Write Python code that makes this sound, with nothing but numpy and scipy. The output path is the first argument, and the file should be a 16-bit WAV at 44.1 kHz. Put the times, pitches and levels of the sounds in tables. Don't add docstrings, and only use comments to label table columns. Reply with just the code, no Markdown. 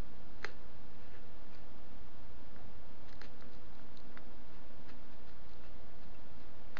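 import sys
import numpy as np
from scipy import signal
from scipy.fft import rfft, irfft, next_fast_len
from scipy.io import wavfile
from scipy.ndimage import map_coordinates

SR = 44100
rng = np.random.default_rng(int(sys.argv[2]) if len(sys.argv) > 2 else 0)


def materialize(psi):
    bounded = np.clip(np.atleast_2d(psi).T, -1, 1)
    quanta = np.round(bounded * 32767).astype(np.int16)
    wavfile.write(sys.argv[1], SR, quanta)


N = 299439


def amp(db):
    return 10 ** (np.asarray(db) / 20)


def unit(x):
    return x / np.sqrt(np.mean(x ** 2) + 1e-20)


def along(points, hz):
    f, v = np.transpose(points)
    return np.interp(np.log(hz + 1), np.log(f + 1), v)


def bell(distance, width):
    return np.exp(-(distance / width) ** 2)


def wobble(rate):
    knots = rng.standard_normal(int(N * rate / SR) + 4)
    return map_coordinates(knots, [np.arange(N) * rate / SR])


def filtered(x, gain):
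    size = next_fast_len(N + SR // 4)
    return irfft(rfft(x, size) * gain(np.fft.rfftfreq(size, 1 / SR)), size)[:N]


def coloured(x, spectrum):
    return unit(filtered(x, lambda hz: amp(along(spectrum, hz))))


def muffled(x, hz, order):
    return signal.lfilter(*signal.butter(order, hz, fs=SR), x)


def add(track, s, sound):
    part = track[round(s * SR):][:len(sound)]
    part += sound[:len(part)]


def grains(spectrum, per_s):
    return coloured(rng.standard_normal(N) * (rng.random(N) < per_s / SR), spectrum)


def struck(modes, detune=0.0018, attack_s=0.000067):
    t = np.arange(SR // 4) / SR
    swing = np.zeros(len(t))
    for k, (hz, db, t60) in enumerate(modes):
        decay = amp(db + rng.normal() - 60 * t / t60)
        detuned_hz = hz * (1 + detune * rng.normal())
        swing += (-1) ** k * decay * np.sin(2 * np.pi * detuned_hz * t)
    return swing * (1 - np.exp(-t / attack_s))


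def tilted(modes, db_per_octave):
    return [(hz, db + db_per_octave * np.log2(hz / 2000), t60) for hz, db, t60 in modes]


def crack(t60):
    t = np.arange(SR // 20) / SR
    return rng.standard_normal(len(t)) * amp(-60 * t / t60) * (1 - np.exp(-t / 0.00025))


# f/Hz, level/dB
AIR_SPECTRUM = [(10, 10), (30, 15), (60, 6.5), (130, -1), (190, 5.5), (235, 2), (320, 0.5), (430, -3),
                (620, -1.5), (1000, -6.5), (1600, -10), (2100, -14.5), (4000, -18), (4900, -20),
                (5600, -22.5), (6500, -33), (7500, -29)]
RUMBLE_SPECTRUM = [(40, -14), (70, -4.5), (90, 5), (120, -3), (170, -20), (400, -46)]
# t/s, level/dB
RUMBLE_LEVELS = [(0, -67), (1, -65), (1.9, -63), (2.8, -64.5), (3.75, -63), (4.1, -71), (4.5, -72.5),
                 (4.8, -64), (5.4, -71.5), (6, -64), (6.8, -65)]
def outdoor_air(hiss_db=-56.5, sway_db=1.5):
    hiss = amp(hiss_db) * coloured(rng.standard_normal(N), AIR_SPECTRUM)
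    rumble_db = np.interp(np.arange(N) / SR, *np.transpose(RUMBLE_LEVELS)) + sway_db * wobble(1.3)
    return hiss + amp(rumble_db) * coloured(rng.standard_normal(N), RUMBLE_SPECTRUM)


# f/Hz, rms level/dB
MOTOR_TONES = [(59, -70), (239, -73.5), (247.4, -70.5), (494.8, -74), (989, -88)]
def motor_hum(waver_hz=0.59, sway_db=3.0):
    hum = np.zeros(N)
    for hz, db in MOTOR_TONES:
        cycles = np.cumsum(hz + waver_hz * wobble(3.966)) / SR + rng.random()
        hum += np.sqrt(2) * amp(db + sway_db * wobble(3.14)) * np.sin(2 * np.pi * cycles)
    return hum


# peak t/s, length/s, rub level/dB, crunch re rub/dB, rub centre f/Hz
STROKES = [(0.468, 0.09, -55, -7.5, 1720), (1.028, 0.11, -66.5, -11, 1900),
           (1.148, 0.072, -59.5, -13, 1710), (1.555, 0.086, -61, -10.5, 600), (2.597, 0.04, -70, -23, 750),
           (3.092, 0.024, -60.5, -4.5, 1350), (3.245, 0.045, -57.5, -4, 2200), (3.54, .06, -76, 5, 1400),
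           (3.784, 0.14, -69.5, -6.5, 1300), (4.539, 0.084, -63.5, -9.5, 1410),
           (4.901, 0.034, -57, -8.5, 1750), (5.13, 0.054, -70, -4, 1400), (5.293, 0.037, -61, -6, 1420),
           (5.518, 0.037, -72, 2, 2600), (5.655, 0.05, -64, -6, 1500), (6.035, 0.062, -73, 1, 2400),
           (6.417, 0.098, -70, -4, 1400), (6.77, 0.05, -62, -7, 1400)]
def trowel_strokes(rise_share=0.49, edge_db=9):
    t = np.arange(N) / SR
    swells, crunch_gain = [], np.zeros(N)
    for s, length, db, crunch_db, _ in STROKES:
        from_peak = np.maximum((s - t) / rise_share, (t - s) / (1 - rise_share)) / length
        swells.append(amp(db - edge_db * from_peak))
        crunch_gain += swells[-1] * amp(crunch_db)
    return swells, crunch_gain


# f/Hz, level/dB
RUB_SPECTRUM = [(150, -4), (430, 6), (850, -11.5), (1050, -2), (1350, -2.5), (1800, -7), (2300, -11),
                (2750, -5), (3300, -22.5), (7000, -31)]
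CRUNCH_SPECTRUM = [(1200, -49), (2500, 1), (3200, -1.5), (4100, 0.5), (4800, -2.5), (5500, -15.5),
                   (6400, -6.5), (7000, -26), (7600, -17)]
# f/Hz, width/Hz, lift/dB
BLADE_RESONANCES = [(1470, 35, 5), (1760, 85, 6), (2620, 56, 5)]
def sliding_soil(swells, crunch_gain, focus_db=6, focus_octaves=0.61):
    blade = lambda hz: amp(sum(db * bell(hz - centre, width) for centre, width, db in BLADE_RESONANCES))
    rub = filtered(grains(RUB_SPECTRUM, per_s=2200), blade)
    out = crunch_gain * grains(CRUNCH_SPECTRUM, per_s=3000)
    for swell, (*_, centre_hz) in zip(swells, STROKES):
        focus = lambda hz: amp(focus_db * bell(np.log2((hz + 1) / centre_hz), focus_octaves))
        out += swell * unit(filtered(rub, focus))
    return out


# f/Hz, level/dB, t60/s
CRUMB_MODES = [(1610, 1, 0.0045), (4060, 15, 0.0054), (4600, 13, 0.0045), (6360, 5, 0.004)]
def loose_crumbs(crunch_gain, per_s=450, spread_db=2.5, tick_db=-10, pot_db=2):
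    hits = (rng.random(N) < per_s / SR) * amp(spread_db * rng.standard_normal(N))
    tick = struck(CRUMB_MODES, detune=0.018, attack_s=0.00022)
    pot = struck(tilted(WALL_MODES + HOLLOW_MODES, db_per_octave=3.5))
    impact = amp(tick_db) * tick / np.abs(tick).max() + amp(pot_db) * pot / np.abs(pot).max()
    return signal.fftconvolve(hits * crunch_gain, impact)[:N]


# f/Hz, level/dB, t60/s
WALL_MODES = [(1196, -8.5, 0.011), (1560, 3, 0.0067), (1990, 2, 0.0072), (2730, -10, 0.0052),
              (3100, -16.5, 0.012), (4150, -5, 0.011), (4965, -8.5, 0.007), (6230, -22.5, 0.0073)]
HOLLOW_MODES = [(416, -12.5, 0.046), (560, -24.5, 0.045), (830, -10, 0.022), (990, -17.5, 0.019)]
# t/s, wall peak level/dB, hollow gain/dB, brightness/(dB per octave)
RIM_HITS = [(0.4287, -42, -9, 1), (0.4454, -22.5, 3.5, -5), (3.0842, -52, -9, -6), (3.1267, -46.5, -12, 5),
            (3.1297, -47, -8, 2), (3.2155, -34.5, 3.5, 0.5), (4.883, -51, -10, -3), (4.892, -49.5, -4, 8),
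            (4.897, -50, -2, -10)]
def rim_clicks(crack_db=-11):
    out = np.zeros(N)
    for s, db, hollow_db, tilt in RIM_HITS:
        wall = struck(tilted(WALL_MODES, tilt), attack_s=0.00019)
        hollow = struck(HOLLOW_MODES, detune=0.0041, attack_s=0.0023)
        add(out, s, amp(db) * (wall + amp(hollow_db) * hollow) / np.abs(wall).max())
        add(out, s, amp(db + crack_db) * crack(t60=0.014))
    return out


# t/s, f/Hz, level/dB
BLADE_RINGS = [(0.445, 2680, -55.5), (1.039, 2700, -64.5), (1.531, 2420, -61), (5.637, 2670, -61),
               (6.146, 2700, -59)]
def blade_rings(ring_t60=0.13, low_db=-11, low_t60=0.087, scratch_db=-2, flutter_db=2):
    out = np.zeros(N)
    for s, hz, db in BLADE_RINGS:
        modes = [(hz, db, ring_t60), (hz * 2 / 3, db + low_db, low_t60)]
        add(out, s, struck(modes, detune=0.0013, attack_s=0.0005))
        add(out, s, amp(db + scratch_db) * crack(t60=0.017))
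    return out * unit(amp(flutter_db * wobble(70)))


# t/s, peak level/dB, pitch as a ratio to CRUMB_MODES
GRIT_HITS = [(0.4482, -40.5, 0.94), (.486, -54, 1), (0.516, -57, 1.06), (1.5482, -51, 1.05),
             (3.155, -55, 0.94), (3.248, -56, 1), (3.409, -50, 0.99), (3.534, -54, 1.03), (3.55, -56, 1),
             (3.7516, -57, 1), (3.9726, -44, 0.976), (4.0017, -54, .98), (5.4927, -56, 1.03),
             (5.5346, -53.5, 1), (6.033, -60, 1), (6.401, -58.5, 1)]
def grit_ticks(crack_db=-8, crack_hz=5000):
    out = np.zeros(N)
    for s, db, pitch in GRIT_HITS:
        modes = [(hz * pitch, level, t60) for hz, level, t60 in CRUMB_MODES]
        tick = struck(modes, detune=0.021, attack_s=0.0003)
        add(out, s, amp(db) * tick / np.abs(tick).max())
        add(out, s, amp(db + crack_db) * muffled(crack(t60=0.012), crack_hz, order=1))
    return out


# f/Hz, level/dB, t60/s
KNOCK_MODES = [(760, -10.5, 0.0048), (1424, -4.5, 0.0062), (2000, -11.5, 0.0081), (2740, -28.5, 0.014),
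               (4470, -19, 0.0047)]
CHATTER_MODES = [(3740, -15, 0.0086)]
# t/s, peak level/dB, cutoff f/Hz
KNOCK_HITS = [(1.151, -46, 4000), (2.5625, -44.5, 1900), (2.573, -53, 1300), (2.594, -45.5, 600),
              (2.606, -51, 700), (3.4228, -43.5, 3600), (3.7951, -46.5, 4180), (4.121, -51, 2480),
              (4.1736, -35, 4600), (5.6372, -51, 2500), (6.7697, -26, 5530)]
def dull_knocks(chatter_delay_s=0.00235, puff_db=-13, puff_hz=2400):
    out = np.zeros(N)
    for s, db, cutoff_hz in KNOCK_HITS:
        blow = struck(KNOCK_MODES, attack_s=0.00014)
        blow /= np.abs(blow).max()
        add(blow, 0, amp(puff_db) * muffled(crack(t60=0.068), puff_hz, order=1))
        add(blow, chatter_delay_s, struck(CHATTER_MODES, attack_s=0.0001))
        blow = muffled(blow, cutoff_hz, order=3)
        add(out, s, amp(db) * blow / np.abs(blow).max())
    return out


# f/Hz, t60/s
NEARBY_DECAY = [(300, 0.38), (1500, 0.041), (6000, 0.11)]
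def reflections(x):
    hz, t, noise = signal.stft(rng.standard_normal(SR // 4), SR, nperseg=256)
    decay = amp(-60 * t / along(NEARBY_DECAY, hz)[:, None])
    _, tail = signal.istft(noise * decay, SR, nperseg=256)
    tail = np.pad(tail, (SR // 400, 0))
    return signal.fftconvolve(x, tail / np.linalg.norm(tail))[:N]


def scene(echo_db=-11):
    swells, crunch_gain = trowel_strokes()
    contacts = rim_clicks() + dull_knocks() + grit_ticks() + loose_crumbs(crunch_gain) + blade_rings()
    close = contacts + amp(echo_db) * reflections(contacts) + sliding_soil(swells, crunch_gain)
    return (close + outdoor_air() + motor_hum())[None]


def record(dry, dip_hz=5500, dip_width_hz=320, dip_db=-5.0, rolloff_hz=7100, top_hz=7284,
           whine_hz=11025, whine_db=-96.0, dc_offset=0.041):
    dip = lambda hz: amp(dip_db * bell(hz - dip_hz, dip_width_hz))
    band = lambda hz: 1 / np.sqrt(1 + (hz / rolloff_hz) ** 30) / (1 + (hz / top_hz) ** 40)
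    picked_up = filtered(dry[0], lambda hz: dip(hz) * band(hz))
    whine = np.sqrt(2) * amp(whine_db) * np.sin(2 * np.pi * whine_hz * np.arange(N) / SR)
    return (picked_up + whine + dc_offset)[None]


dry = scene()
out = record(dry)
materialize(out)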